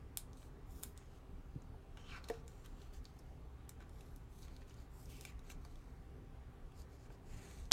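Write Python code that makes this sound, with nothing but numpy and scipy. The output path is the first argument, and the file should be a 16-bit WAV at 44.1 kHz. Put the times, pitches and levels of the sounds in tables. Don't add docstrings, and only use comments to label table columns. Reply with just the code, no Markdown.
import sys
import numpy as np
from scipy import signal
from scipy.io import wavfile
from scipy.ndimage import uniform_filter1d, map_coordinates

SR = 44100
rng = np.random.default_rng(int(sys.argv[2]) if len(sys.argv) > 2 else 0)


def dump_mix(stems):
    frames = np.atleast_2d(stems).T
    limited = np.clip(frames, -1, 1)
    pcm = np.round(limited * 32767).astype(np.int16)
    wavfile.write(sys.argv[1], SR, pcm)


N = 340648


def gain_of(db):
    return 10 ** (np.asarray(db) / 20)


def unit_rms(x):
    return x / np.sqrt(np.mean(x ** 2) + 1e-20)


def curve_at(points, hz):
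    f, value = np.transpose(points)
    return np.interp(np.log(hz + 1), np.log(f + 1), value)


def add(mix, start_s, sound):
    part = mix[round(start_s * SR):][:len(sound)]
    part += sound[:len(part)]


def resonate(x, hz, width_hz):
    carrier = np.exp(2j * np.pi * np.cumsum(hz * np.ones(len(x))) / SR)
    pole = np.exp(-np.pi * width_hz / SR)
    return 2 * (carrier * signal.lfilter([1 - pole], [1, -pole], x / carrier + 1e-18)).real


def resonate_twice(x, hz, width_hz):
    return resonate(resonate(x, hz, width_hz), hz, width_hz)


def room_tone():
    # f/Hz, relative level/dB
    spectrum = [(12, -43), (28, 3.5), (46, -3.5), (69, -1.5), (82, -10), (94, -10.5), (147, -11),
                (224, -20), (251, -15), (351, -23), (393, -18.5), (506, -25), (551, -26.5), (1180, -31),
                (4660, -47.5), (14300, -55.5), (16500, -54)]
    # f/Hz, width/Hz, rms level/dB
    fan_modes = [(66.8, 17.3, -61.5), (115.7, 14, -67.5), (252.8, 16, -77)]
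    # f/Hz, rms level/dB
    hum_tones = [(387.6, -79), (780.6, -79), (1152, -84.5)]
    frames, hz = N // 2048 + 5, np.fft.rfftfreq(8192, 1 / SR)
    real, imag, patches = rng.standard_normal((frames, 4097, 3)).T
    patches = uniform_filter1d(patches, 80, axis=0)
    patches_db = 1.65 * unit_rms(uniform_filter1d(patches, 2, axis=1))
    bins = (real + 1j * imag) * gain_of(curve_at(spectrum, hz)[:, None] + patches_db)
    air = gain_of(-54) * unit_rms(signal.istft(bins, nperseg=8192, noverlap=6144)[1][:N])
    fan = sum(gain_of(db) * unit_rms(resonate_twice(rng.standard_normal(N), f, width_hz))
              for f, width_hz, db in fan_modes)
    hum = sum(gain_of(db) * unit_rms(resonate(rng.standard_normal(N), f, width_hz=16.4))
              for f, db in hum_tones)
    return air + fan + hum


def plastic(drive, card_db, holder_db, film_db, grip, damping):
    # f/Hz, base width/Hz, relative level/dB
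    modes = [(765, 650, 2), (1540, 690, 0), (2350, 490, 0), (3714, 950, 0.5), (5220, 640, -0.5),
             (6490, 1200, 2.5), (8400, 1700, 5.5), (11000, 2140, 7), (14100, 1600, 6.5)]
    colour = [(2400, card_db), (3700, holder_db), (6500, 0), (12000, film_db)]
    body = 0
    for k, (hz, width_hz, db) in enumerate(modes):
        mode = unit_rms(resonate_twice(drive, hz * grip[k], width_hz * damping))
        body += (-1) ** k * gain_of(db + curve_at(colour, hz)) * mode
    return unit_rms(body)


def tick(db, card_db, holder_db, film_db, chatter_ms, ring_hz):
    grip = 1 + 0.015 * rng.standard_normal(100)
    noise = rng.standard_normal(500)
    ms = np.arange(len(noise)) / SR * 1000
    snap = 5.6 * np.exp(-chatter_ms / 2.3) * (ms < 0.03)
    chatter = noise * (1 - np.exp(-ms / (0.097 * chatter_ms)))
    blow = (chatter + snap) * np.exp(-ms / chatter_ms)
    ring_db = -5 - 1.5 * np.log2(ring_hz / 5000) - 0.17 * film_db
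    ring = gain_of(ring_db) * unit_rms(resonate_twice(blow, ring_hz, 0.17 * ring_hz))
    near = plastic(blow, card_db, holder_db, film_db, grip, damping=1.0) + ring
    impulse = 1.0 * (ms == 0)
    far = plastic(impulse, card_db, holder_db, film_db, grip, damping=1.4) + 0.64 * ring
    return gain_of(db) * near, gain_of(db - 0.5) * far


def friction(count, crackle_db, flutter_db, catches_per_s, catch_db=4.0):
    slips = rng.standard_normal(count) * gain_of(crackle_db * np.minimum(rng.exponential(1, count), 5))
    flutter = unit_rms(uniform_filter1d(uniform_filter1d(rng.standard_normal(count), 400), 400))
    catches = signal.lfilter([1], [1, -0.97], rng.random(count) < catches_per_s / SR)
    return unit_rms(slips * gain_of(flutter_db * flutter) * (1 + gain_of(catch_db) * catches))


def stroke(start_s, peak_s, end_s, db, card_db, edge_hz, slips):
    t = np.arange(start_s, end_s, 1 / SR)
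    speed = np.sin(np.pi / 2 * np.clip(np.interp(t, [start_s, peak_s, end_s], [0, 1, 0]), 0, 1))
    drive = slips[round(start_s * SR):][:len(t)]
    scrape = slips[::-1][round(start_s * SR):][:len(t)]
    edge = unit_rms(resonate_twice(scrape, edge_hz, 0.4 * edge_hz))
    grip = rng.uniform(0.95, 1.05, 9)
    holder_db, film_db = 0.17 * card_db, -11 - 0.28 * card_db
    body = plastic(drive, card_db, holder_db, film_db, grip, damping=2.27)
    return gain_of(db) * speed ** 0.91 * (body + gain_of(-6) * edge)


def knock(db, rise_ms, blow_hz):
    # f/Hz, relative level/dB, T60/s
    modes = [(133.3, 0.5, 0.076), (281, 0.5, 0.059), (346, -1, 0.057), (449, -3, 0.14), (467, -4.5, 0.14),
             (526, -10, 0.08), (703, -7, 0.12), (876, 3.5, 0.024), (1410, -16, 0.13)]
    t = np.arange(SR // 4) / SR
    ring = 0
    for hz, mode_db, t60_s in modes:
        onset_db = mode_db - 17.3 * np.log2(hz / blow_hz) ** 2
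        ring += gain_of(onset_db - 60 * t / t60_s) * np.sin(2 * np.pi * hz * t)
    return gain_of(db) * ring * (1 - np.exp(-t * 1000 / rise_ms))


def card_drag():
    # t/s, level/dB, gap note f/Hz
    course = [(1.97, -72, 3000), (2.04, -74, 3050), (2.052, -66, 3120), (2.112, -60, 3170),
              (2.122, -58.5, 2350), (2.157, -60, 2340), (2.179, -60, 1890), (2.192, -90, 1850)]
    times_s, db, hz = np.transpose(course)
    t = np.arange(times_s[0], times_s[-1], 1 / SR)
    note_hz = np.interp(t, times_s, hz)
    slips = friction(len(t), crackle_db=0.5, flutter_db=2.0, catches_per_s=46)
    gap = resonate_twice(slips, note_hz, width_hz=600)
    corner = resonate_twice(slips[::-1], 0.62 * note_hz, width_hz=450)
    corner *= np.clip((t - 2.108) / 0.037, 0, 1)
    return times_s[0], gain_of(np.interp(t, times_s, db)) * unit_rms(gap + 1.44 * corner)


def desk_bounce(x):
    # t/s, delay/ms
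    path = [(0, 0.4), (.8, 0.57), (2.1, 0.75), (4.4, 0.49), (4.9, 0.41), (5.1, 0.34), (5.5, 0.5),
            (7.25, 0.4), (7.5, 0.47), (7.72, 0.49)]
    samples = np.arange(N)
    delay_ms = np.interp(samples / SR, *np.transpose(path))
    return x + gain_of(-9) * map_coordinates(x, [samples - delay_ms * SR / 1000], order=3)


def early_echoes(x):
    # delay/ms, level/dB
    echoes = [(2.6, -11.5), (5.2, -17), (10.2, -20)]
    out = x.copy()
    for delay_ms, db in echoes:
        add(out, delay_ms / 1000, gain_of(db) * x)
    return out


def room_tail():
    # f/Hz, T60/s
    decay = [(500, 0.87), (2000, 0.2), (5000, 0.18), (10000, 0.17), (16000, 0.091)]
    taps = np.zeros(SR // 2)
    slots = np.arange(120, len(taps) - 20, 20)
    taps[slots + rng.integers(0, 20, len(slots))] = rng.choice([-1., 1.], len(slots))
    hz, t, bins = signal.stft(taps, SR, nperseg=128)
    bins = bins * gain_of(-60 * t / curve_at(decay, hz)[:, None])
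    tail = signal.istft(bins, SR, nperseg=128)[1]
    return tail / np.linalg.norm(tail)


def scene():
    # t/s, level/dB, card/dB, holder/dB, film/dB, chatter/ms, ring f/Hz
    ticks = [(0.1725, -41.5, -8, 4, 2.5, 0.63, 9100), (.332, -70, -10, 2, -17, .5, 5870),
             (.372, -75, -2, 9, -12, .6, 8400), (.42, -73, 6, 4, -17, 1, 2980),
             (.429, -69, 9, 4, -13, 1.1, 3700), (.708, -77, -7, -1, -15, .8, 7500),
             (0.8293, -57, 0, 1, 6, 2.3, 12300), (0.8346, -47, -2.5, 3, 4, 0.69, 7960),
             (0.8378, -56.5, -6, 3, 1, 2.2, 6760), (0.9764, -64.5, -14, 3.5, -8, 0.7, 8100),
             (1.621, -76, -21, -9, -26, 0.99, 7240), (1.972, -62, 9, 5, -15, 2.3, 2880),
             (2.241, -61, 1, 12, -11, 3.1, 4500), (2.2859, -55, -1, 6, -11, 2.8, 4100),
             (2.2995, -51.5, 10, 1, -9, 2, 1870), (2.4797, -64.5, -3, 1, -10, 0.65, 7540),
             (2.66, -65, 2, 7, -2, 2, 3270), (2.817, -69, 5, 14, -14, 2.1, 4270),
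             (3.044, -76, -15, 0, 0, .8, 4700), (3.054, -63, -5, 6, -29, 0.53, 4600),
             (3.189, -71, -20, -10, -6, 4, 5400), (3.693, -57, -5.5, -3, -5.5, 1.4, 7850),
             (3.804, -67, 10, 3, -17, 2, 1540), (3.894, -76, -9, 4, -11, 2.4, 8650),
             (4.0081, -69, -8, 4, -7, 1.9, 2670), (4.1615, -67.5, -15, -2, -1, 0.45, 12500),
             (4.422, -68.5, -9, 1, -11, 1.76, 6100), (4.428, -69, -8, 5, -22, 3.3, 4630),
             (4.482, -70.5, 7, 5, -20, .6, 3300), (4.565, -68, 0, 10, -9, 1.5, 4650),
             (4.618, -69.5, 10, 0, -18, 3, 1780), (4.6962, -72, -3, -5, -22, 1.6, 5800),
             (4.708, -71.5, 6, 0, -24, 3.4, 2900), (4.742, -74, -13, -4, -15, .6, 5900),
             (5.057, -70, -18, -7, -15, 1.3, 5500), (5.2106, -57, -7.5, -1, -8, 0.46, 5970),
             (5.2512, -54.5, -4, 2, -11, 1.7, 2400), (5.32, -73.5, 8, -5, -20, 3, 2100),
             (5.393, -72, -7, 2, -11, 0.63, 4040), (5.501, -59.5, 5, -1, -6, 1.8, 2470),
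             (5.6495, -66, 4, -4, -9, 2.4, 4700), (5.757, -72.5, -1, 6, -15, 0.86, 3320),
             (6.72, -78, 3, 2, -8, 2, 2710), (6.819, -72, -15, -6, -18, 0.91, 4730),
             (7.103, -69, 18, 2, -16, 1.1, 1500), (7.655, -71, -12, 3, -18, 1.1, 5860),
             (7.7125, -41.5, 9, 4, -10, 2.7, 3100), (7.7193, -29.5, -9, 4, -19, 0.18, 4760)]
    # start/s, peak/s, end/s, level/dB, card/dB, edge f/Hz
    strokes = [(0.34, 0.405, 0.51, -74.5, -7, 8500), (0.65, 0.825, 0.95, -70.5, -27, 13100),
               (0.947, 0.99, 1.1, -73.5, 15, 6440), (1.046, 1.182, 1.19, -78, -2, 2620),
               (1.952, 2.008, 2.14, -71.5, 12, 5850), (2.058, 2.146, 2.213, -61.5, 11.5, 4440),
               (2.21, 2.3, 2.43, -69.5, 6, 5430), (2.454, 2.5, 2.9, -77, 0, 7040),
               (2.641, 2.647, 2.67, -68.5, 3, 3000), (2.756, 2.812, 2.95, -76.5, 1, 3180),
               (2.923, 2.95, 3.01, -70, -1, 6400), (3.013, 3.05, 3.5, -84, -6, 4210),
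               (3.795, 3.83, 3.83, -65.5, 12, 1620), (3.858, 4.023, 4.27, -78, -5, 11400),
               (4.278, 4.41, 4.47, -73, -7, 11000), (4.423, 4.43, 4.62, -74.5, 2, 4370),
               (4.525, 4.545, 4.7, -82.5, -2, 4000), (4.602, 4.64, 4.63, -73, 11, 4630),
               (4.666, 4.706, 4.78, -74, -3, 2900), (4.76, 4.785, 4.87, -74.5, -1, 4340),
               (4.892, 5.026, 5.1, -72.5, -26, 7610), (5.065, 5.127, 5.32, -66, -6, 2520),
               (5.265, 5.277, 5.315, -64.5, 6, 2570), (5.426, 5.476, 5.56, -72, 3, 6960),
               (5.491, 5.518, 5.53, -62, 0, 7300), (5.58, 5.657, 6.1, -80, -3, 4970),
               (6.2, 6.224, 5.5, -71.5, 9, 2500), (6.737, 6.8, 6.838, -71.5, -11, 4930),
               (6.88, 6.937, 6.98, -77.5, -5, 6000), (6.966, 7.05, 7.08, -75, 3, 6070),
               (7.087, 7.147, 7.16, -77.5, -3, 5000), (7.226, 7.47, 7.71, -67, 0, 7200),
               (7.286, 7.377, 7.55, -73, 34, 1897)]
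    # t/s, level/dB, rise/ms, blow f/Hz
    knocks = [(1.556, -30, 3.2, 167), (1.742, -53.5, 0.88, 776), (2.3005, -32, 1.5, 520),
              (5.65, -55, 1.1, 765), (7.102, -55, 0.56, 670), (7.7194, -25.5, 0.47, 806)]
    rubs, ticks_near, ticks_far, desk = np.zeros((4, N))
    slips = friction(N, crackle_db=3.5, flutter_db=1.5, catches_per_s=25)
    for start_s, *settings in strokes:
        add(rubs, start_s, stroke(start_s, *settings, slips))
    for start_s, *settings in ticks:
        near, far = tick(*settings)
        add(ticks_near, start_s, near)
        add(ticks_far, start_s, far)
    for start_s, *settings in knocks:
        add(desk, start_s, knock(*settings))
    add(rubs, *card_drag())
    reverb = gain_of(-7.5) * signal.oaconvolve(ticks_far + rubs + 0.15 * desk, room_tail())[:N]
    airborne = early_echoes(ticks_near + desk_bounce(rubs))
    return (airborne + desk + reverb + room_tone())[None]


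def record(dry):
    cutoff_hz = 15950
    lowpass = signal.firwin(511, cutoff_hz, window=("kaiser", 9), fs=SR)
    return signal.oaconvolve(dry, lowpass[None], "same")


dry = scene()
out = record(dry)
dump_mix(out)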